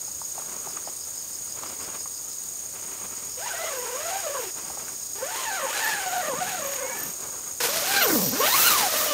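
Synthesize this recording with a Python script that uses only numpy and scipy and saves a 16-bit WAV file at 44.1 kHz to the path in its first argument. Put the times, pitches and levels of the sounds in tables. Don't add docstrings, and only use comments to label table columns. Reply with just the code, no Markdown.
import sys
import numpy as np
from scipy import signal
from scipy.fft import rfft, irfft, next_fast_len
from scipy.io import wavfile

SR = 44100
rng = np.random.default_rng(int(sys.argv[2]) if len(sys.argv) > 2 else 0)


def wav_out(sig):
    wavfile.write(sys.argv[1], SR, np.round(np.clip(np.atleast_2d(sig).T, -1, 1) * 32767).astype(np.int16))


N = 402633
T = np.arange(N) / SR
NEAR_S = 7.603


def undb(db):
    return 10 ** (np.asarray(db) / 20)


def unit(x):
    return x / np.sqrt(np.mean(x ** 2) + 1e-18)


def noise():
    return rng.standard_normal(N)


def filtered(x, gain_at):
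    size = next_fast_len(len(x), True)
    hz = np.fft.rfftfreq(size, 1 / SR) + 1e-6
    return irfft(rfft(x, size) * gain_at(hz), size)[:len(x)]


def colour(x, points):
    hz, db = np.transpose(points)

    def gain_at(f):
        return undb(np.interp(np.log(f), np.log(hz), db, left=db[0] - 32, right=db[-1] - 39))

    return filtered(x, gain_at)


def resonance(x, hz, width_hz):
    return signal.lfilter(*signal.iirpeak(hz, hz / width_hz, fs=SR), x)


def double_resonance(x, hz, width_hz):
    return resonance(resonance(x, hz, width_hz), hz, width_hz)


def band(x, edges):
    return filtered(x, lambda f: (f > edges[0]) & (f < edges[1]))


def walk(rate):
    return unit(filtered(noise(), lambda f: np.exp(-np.minimum(f / rate, 20) ** 2)))


def envelope(times, db, fade_s=0.005):
    inside = np.clip(np.minimum(T - times[0], times[-1] - T) / fade_s + 2, 0, 1)
    return undb(np.interp(T, times, db)) * inside


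def swells(rows):
    gain = np.zeros(N)
    for centre, length, db in rows:
        span = slice(*np.searchsorted(T, [centre - 2 * length, centre + 2 * length]))
        gain[span] += undb(db) * np.exp(-2 * ((T[span] - centre) / length) ** 2)
    return gain


def tent(x, t60_s, wet_db):
    t = T[:SR // 4]
    tail = rng.standard_normal(len(t)) * undb(-60 * t / t60_s) * (t > .001)
    response = undb(wet_db) * tail / np.linalg.norm(tail)
    response[0] = 1
    return signal.fftconvolve(x, response / np.linalg.norm(response))[:N]


def zipper(run, rasp_colour, thrum_db, overtone_db, rasp_db, build_s, unsteady, tooth_db, falloff,
           patchy_db=3, count=6):
    # f/Hz, relative level/dB
    panel_colour = [(200, 0), (1200, 0), (1800, 1), (2400, -3), (2900, 1), (3400, -2), (4150, 7),
                    (6000, -2), (12000, -12)]
    first_tug_db = -4
    usual_teeth_hz, rasp_db_per_octave = 600, 4.5
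    slow_knock_db_per_octave = 0.5

    s, hz, panel_db = np.transpose(run)
    slack = np.exp(-np.maximum(T - s[0], 0) / build_s) if build_s > 0 else 0
    rasp_lift, overtone_lift = np.array(slider_ease()) * undb(first_tug_db * slack)

    speed = np.interp(T, s, hz)
    rate = speed * (1 + unsteady * np.sqrt(600 / speed) * (walk(35) + walk(250)))
    teeth = np.cumsum(rate) / SR
    tooth_index = np.abs(teeth).astype(int)
    size = undb(tooth_db * noise())[tooth_index]
    phase = 2 * np.pi * teeth + .22 * walk(220)

    thrum = unit(np.sin(phase) * undb(3.2 * walk(52)) * size)
    overtones = sum(np.sin(k * phase) * undb(patchy_db * walk(25)) / k ** falloff for k in range(2, count + 1))
    overtones = unit(colour(overtones * size, panel_colour))
    octaves = np.log2(speed / usual_teeth_hz)
    knock = undb(-slow_knock_db_per_octave * octaves)
    buzz = thrum * undb(thrum_db) / knock
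    buzz += overtones * overtone_lift * undb(overtone_db) * knock
    buzz *= envelope(s, panel_db)
    buzz = signal.sosfilt(signal.butter(2, 110, "high", fs=SR, output="sos"), buzz)

    tooth_flare = 0.84 + np.exp(-(teeth % 1) / 0.19)
    scrape = noise() * size * tooth_flare * undb(1.63 * walk(18))
    rasp = colour(scrape, rasp_colour)
    rasp /= np.std(band(rasp, (2300, 4400)))
    rasp *= undb(rasp_db + rasp_db_per_octave * octaves)
    return tent(buzz, 0.081, -4.5) + rasp * rasp_lift * running(run)


def slider_ease():
    # centre t/s, half-length/s, rasp change/dB, overtone change/dB
    ease_rows = [(4.15, 0.17, 0, -6), (5.476, 0.11, -1, 4.5), (5.779, 0.29, 5.5, 9.5), (7.615, 0.067, 4, 1),
                 (7.977, 0.083, 2, 8.5), (8.46, 0.046, 0.5, 10.5), (9.08, 0.18, -3, 7.5)]
    at, length, rasp_db, overtone_db = np.transpose(ease_rows)
    weight = np.exp(-2 * ((T[:, None] - at) / length) ** 2)
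    return undb(weight @ rasp_db), undb(weight @ overtone_db)


def running(run):
    return envelope((run[0][0], run[-1][0]), (0, 0))


def rising_overtones(rough=0.0084):
    # start t/s, end t/s, start f/Hz, end f/Hz, level at the middle/dB
    tone_rows = [(3.516, 3.728, 1764, 2110, -38.5), (6.779, 7.006, 2005, 2300, -38.5),
                 (6.872, 7.094, 1636, 1770, -40.5)]
    out = np.zeros(N)
    for start, end, from_hz, to_hz, db in tone_rows:
        progress = np.clip((T - start) / (end - start), 0, 1)
        glide = to_hz + (from_hz - to_hz) * (1 - progress) ** 2
        pitch = glide * (1 + rough * walk(280))
        loudness = undb(db + 2 * walk(60)) * np.sin(np.pi * progress)
        out += loudness * np.sin(2 * np.pi * np.cumsum(pitch) / SR)
    return out


def pull_tab(modes_hz, low_db, width_hz):
    rattle = noise() * undb(3.5 * walk(68))
    low, high = (unit(double_resonance(rattle, hz, width_hz)) for hz in modes_hz)
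    return undb(low_db) * low + high


def nylon_slide(drag_db):
    # f/Hz, relative level/dB
    hiss_colour = [(2000, -23), (6000, -4), (11000, -7), (13000, -4.5), (14500, 4.5), (15700, -3.5)]
    # centre t/s, half-length/s, level/dB
    slip_rows = [(8.15, 0.18, -30.5), (8.63, 0.2, -26), (9.02, 0.11, -33)]
    hiss = colour(noise() * undb(1.67 * walk(80)), hiss_colour)
    hiss /= np.std(band(hiss, (14300, 15700)))
    return hiss * (undb(drag_db) + swells(slip_rows))


def rustle(db, crinkle_db, billow_hz=170, crackle_hz=2300):
    # f/Hz, relative level/dB
    cloth_colour = [(60, -9), (150, -3.5), (400, 2), (700, -1.5), (1200, 1), (1800, -10.5), (3000, -14.5),
                    (6000, -11), (15000, -29)]
    # centre t/s, half-length/s, level/dB
    billow_rows = [(.75, 0.12, -72), (1.93, 0.046, -59), (3.2, .15, -60), (5.23, 0.018, -57.5),
                   (5.95, 0.033, -48), (6.45, 0.29, -48.5), (7.07, 0.092, -49), (8.15, 0.12, -42)]
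    rustling, crackling = handling()
    creases = noise() * undb(crinkle_db * walk(34) + 0.86 * walk(520))
    cloth = unit(tent(colour(creases, cloth_colour), 0.12, -13))
    crackle = unit(double_resonance(creases, crackle_hz, crackle_hz))
    flutter = unit(double_resonance(creases, billow_hz, billow_hz))
    return cloth * rustling * undb(db) + crackle * crackling + flutter * swells(billow_rows)


def handling():
    # start t/s, length/s, relative rustle level/dB, crackle level/dB
    grab_rows = [(0.35, 0.53, -48, -64), (1.568, 0.15, -43, -53.5), (1.795, 0.16, -41.5, -53.5),
                 (2.74, 0.54, -47, -56), (4.547, 0.35, -46.5, -58), (6.944, 0.567, -45.5, -64)]
    grab_s, let_go_s = 0.02, 0.039
    stir_db = -54.5
    start, length, level_db, crackle_db = np.transpose(grab_rows)
    since = T[:, None] - start
    rise = np.clip(since / grab_s + .5, 0, 1)
    fall = np.exp(-np.maximum(since - length, 0) / let_go_s)
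    grabs = rise * fall
    return grabs @ undb(level_db) + undb(stir_db), grabs @ undb(crackle_db)


def flaps(db, ring_s, decay_s, crisp_db, crumple_db):
    # start t/s, relative level/dB, centre f/Hz, relative edge level/dB
    flap_rows = [(0.079, -34, 805, -10), (0.216, -28, 974, -18), (0.38, -26, 891, -13),
                 (0.42, -32, 1100, -20), (0.672, -29, 850, -14), (0.704, -36, 1100, -2),
                 (0.771, -26, 1160, -28), (0.874, -24, 724, -26), (1.592, -31, 999, -14),
                 (1.634, -22, 972, -4), (2.058, -30, 1060, -18), (2.826, -32, 982, -8),
                 (4.7, -28, 781, -20), (4.773, -29, 800, -18), (4.882, -30, 1500, -16)]
    out, t = np.zeros(N), T[:SR // 6]
    for s, peak_db, hz, edge_db in flap_rows:
        crackle = rng.standard_normal(len(t)) * np.exp(-t / decay_s)
        pop = np.sin(2 * np.pi * hz * t) * t / ring_s * np.exp(1 - t / ring_s)
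        crumple = double_resonance(crackle, hz, hz)
        edge = resonance(crackle * np.exp(-t / decay_s), 2800, 3400)
        flap = pop + undb(crumple_db) * crumple / np.abs(crumple).max()
        flap += undb(edge_db + crisp_db) * edge / np.abs(edge).max()
        start = int(s * SR)
        out[start:start + len(t)] += undb(peak_db + db) * flap
    return tent(out, .09, -10)


def crickets(sweep=0.0726, waver=0.0058):
    # f/Hz, wing strokes per second/Hz, relative level/dB, stroke width/cycles
    cricket_rows = [(6650, 29.0, -41.5, .085), (6740, 28.3, -50, .14), (8830, 29.4, -49, .1)]
    out = 0
    for hz, strokes, db, width in cricket_rows:
        cycle = np.cumsum(strokes * (1 + 0.019 * walk(7))) / SR % 1 - .5
        pitch = hz * (1 - sweep * cycle + waver * walk(269))
        stroke = np.exp(-.5 * (cycle / width) ** 2)
        loudness = (stroke + .12) * undb(2 * walk(20))
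        out = out + undb(db) * unit(loudness * np.sin(2 * np.pi * np.cumsum(pitch) / SR))
    return out


def cicada(body_hz=5080, width_hz=600, buzz_db=-1):
    # f/Hz, relative level/dB
    buzz_partials = [(4544, -63), (4926, -54), (5110, -58), (5319, -54), (5674, -56)]
    # start t/s, end t/s, level/dB
    bout_rows = [(.07, .3, -47), (.705, 2.4, -45), (3.17, 3.4, -47)]
    chirp_s, period_s = .045, .162
    clicks = noise() * undb(1 * walk(300))
    beats = [(s, chirp_s, db) for start, end, db in bout_rows for s in np.arange(start, end, period_s)]
    chirps = unit(double_resonance(clicks, body_hz, width_hz)) * swells(beats)
    clock = np.cumsum(1 + 0.00296 * walk(98)) / SR
    buzz = sum(undb(db) * unit(np.sin(2 * np.pi * hz * clock) * undb(3 * walk(25))) for hz, db in buzz_partials)
    return chirps + buzz * envelope((3.3, 5.6), (buzz_db, buzz_db))


def wood(chorus_db, air_db, near_db):
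    # f/Hz, relative level/dB
    chorus_colour = [(3400, -21), (4100, -17), (4500, -16), (4950, -10), (5700, -14.5), (6250, -6),
                     (6600, 4), (6950, 0.5), (7450, -10), (8300, -5.5), (8850, -2), (9700, -17.5),
                     (11500, -15), (13700, -11), (15700, -13.5)]
    # f/Hz, relative level/dB
    near_colour = [(30, -2), (80, -6), (200, -21), (2800, -4), (5000, 10), (6700, 10.5), (11000, -14),
                   (15700, -7)]
    # f/Hz, relative level/dB
    air_colour = [(25, -23), (80, -2), (150, -8.5), (600, -8.5), (1000, -12.5), (2200, -15.5),
                  (3400, -15.5)]
    chorus = unit(colour(noise() * undb(0.81 * walk(100)), chorus_colour)) * undb(chorus_db + 0.21 * walk(1))
    air = unit(colour(noise(), air_colour)) * undb(air_db + walk(0.67))
    close = unit(colour(noise(), near_colour)) * undb(near_db)
    return chorus + air + close * (T > NEAR_S)


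def scene():
    # t/s, teeth per second f/Hz, relative panel level/dB
    first_run = [(3.38, 496.8, -47), (3.46, 942.1, -38), (3.51, 764, -45), (3.67, 652, -35.5),
                 (3.754, 510.6, -43.5), (3.918, 468.2, -42.5), (4.146, 786, -34.5), (4.224, 762, -45),
                 (4.278, 564, -35), (4.356, 547.5, -40), (4.464, 379, -44), (4.5, 356.3, -56)]
    second_run = [(5.16, 388.3, -47), (5.23, 494.5, -36.5), (5.296, 764, -41.5), (5.394, 1092, -42.5),
                  (5.628, 570, -39.5), (5.678, 437.3, -41.5), (5.76, 790, -46), (5.874, 919.4, -40),
                  (6.098, 701.4, -40.5), (6.136, 770.6, -37), (6.284, 591, -36.5), (6.344, 470, -37.5),
                  (6.404, 680.7, -40), (6.486, 803, -40.5), (6.688, 512, -40.5), (6.742, 571.8, -43),
                  (6.906, 481.4, -40.5), (7.12, 186, -60)]
    near_run = [(7.61, 495, -38.5), (7.668, 444.4, -43), (7.736, 669, -38.5), (7.824, 617, -36),
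                (7.884, 735.5, -40.5), (7.994, 795, -32), (8.036, 663, -27.5), (8.07, 427.3, -32),
                (8.112, 346.7, -28.5), (8.184, 215.6, -32), (8.304, 124.0, -38), (8.41, 484.3, -32),
                (8.448, 618, -33.5), (8.592, 1318, -31), (8.684, 1415, -27), (8.874, 651.4, -36.5),
                (9.066, 611.3, -40.5), (9.13, 549, -34)]
    # f/Hz, relative level/dB
    far_rasp = [(100, -49), (400, 7), (1500, 7), (2600, 7), (4000, 1), (7000, 5), (10000, -1), (15500, -4)]
    near_rasp = [(80, -10), (400, -0.5), (1300, 2), (2500, 1), (6500, -2), (10000, -2), (15500, -4.5)]
    # centre t/s, half-length/s, level of its high mode/dB
    jingle_rows = [(4.44, 0.086, -41), (5.87, 0.088, -36.5), (6.16, 0.14, -41), (6.7, 0.1, -37.5),
                   (7.04, 0.12, -36), (8.04, 0.089, -27), (8.26, 0.08, -26.5), (8.42, 0.094, -28),
                   (8.68, 0.16, -41)]
    near = T > NEAR_S

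    zips = zipper(first_run, far_rasp, thrum_db=2.5, overtone_db=1.0, rasp_db=-45.5, build_s=0.1,
                  unsteady=.036, tooth_db=0.5, falloff=1.57, patchy_db=4)
    zips += zipper(second_run, far_rasp, thrum_db=4.0, overtone_db=2.0, rasp_db=-45, build_s=0.27,
                   unsteady=.04, tooth_db=2, falloff=1.8, patchy_db=2.5)
    zips += near * zipper(near_run, near_rasp, thrum_db=5, overtone_db=1.5, rasp_db=-35.5, build_s=0,
                          unsteady=.036, tooth_db=1.5, falloff=1.0, patchy_db=4.0)
    zips += rising_overtones()

    far_tab = pull_tab((5640, 13440), low_db=-10, width_hz=220)
    near_tab = pull_tab((5760, 13850), low_db=-8, width_hz=120)
    shaking = undb(-49) * (running(first_run) + running(second_run)) + undb(-37) * running(near_run)
    tab = np.where(near, near_tab, far_tab) * np.maximum(shaking, swells(jingle_rows))

    cloth = rustle(db=-1.5, crinkle_db=2.5) + near * nylon_slide(drag_db=-52)
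    cloth += flaps(db=-3, ring_s=.0012, decay_s=.006, crisp_db=4, crumple_db=-2)
    insects = crickets() * np.where(near, .4, 1) + cicada()
    background = wood(chorus_db=-36, air_db=-52.5, near_db=-33.5)
    return (zips + tab + cloth + insects + background)[None]


def record(dry):
    return signal.sosfilt(signal.ellip(12, .2, 80, 15750, fs=SR, output="sos"), dry)


dry = scene()
out = record(dry)
wav_out(out)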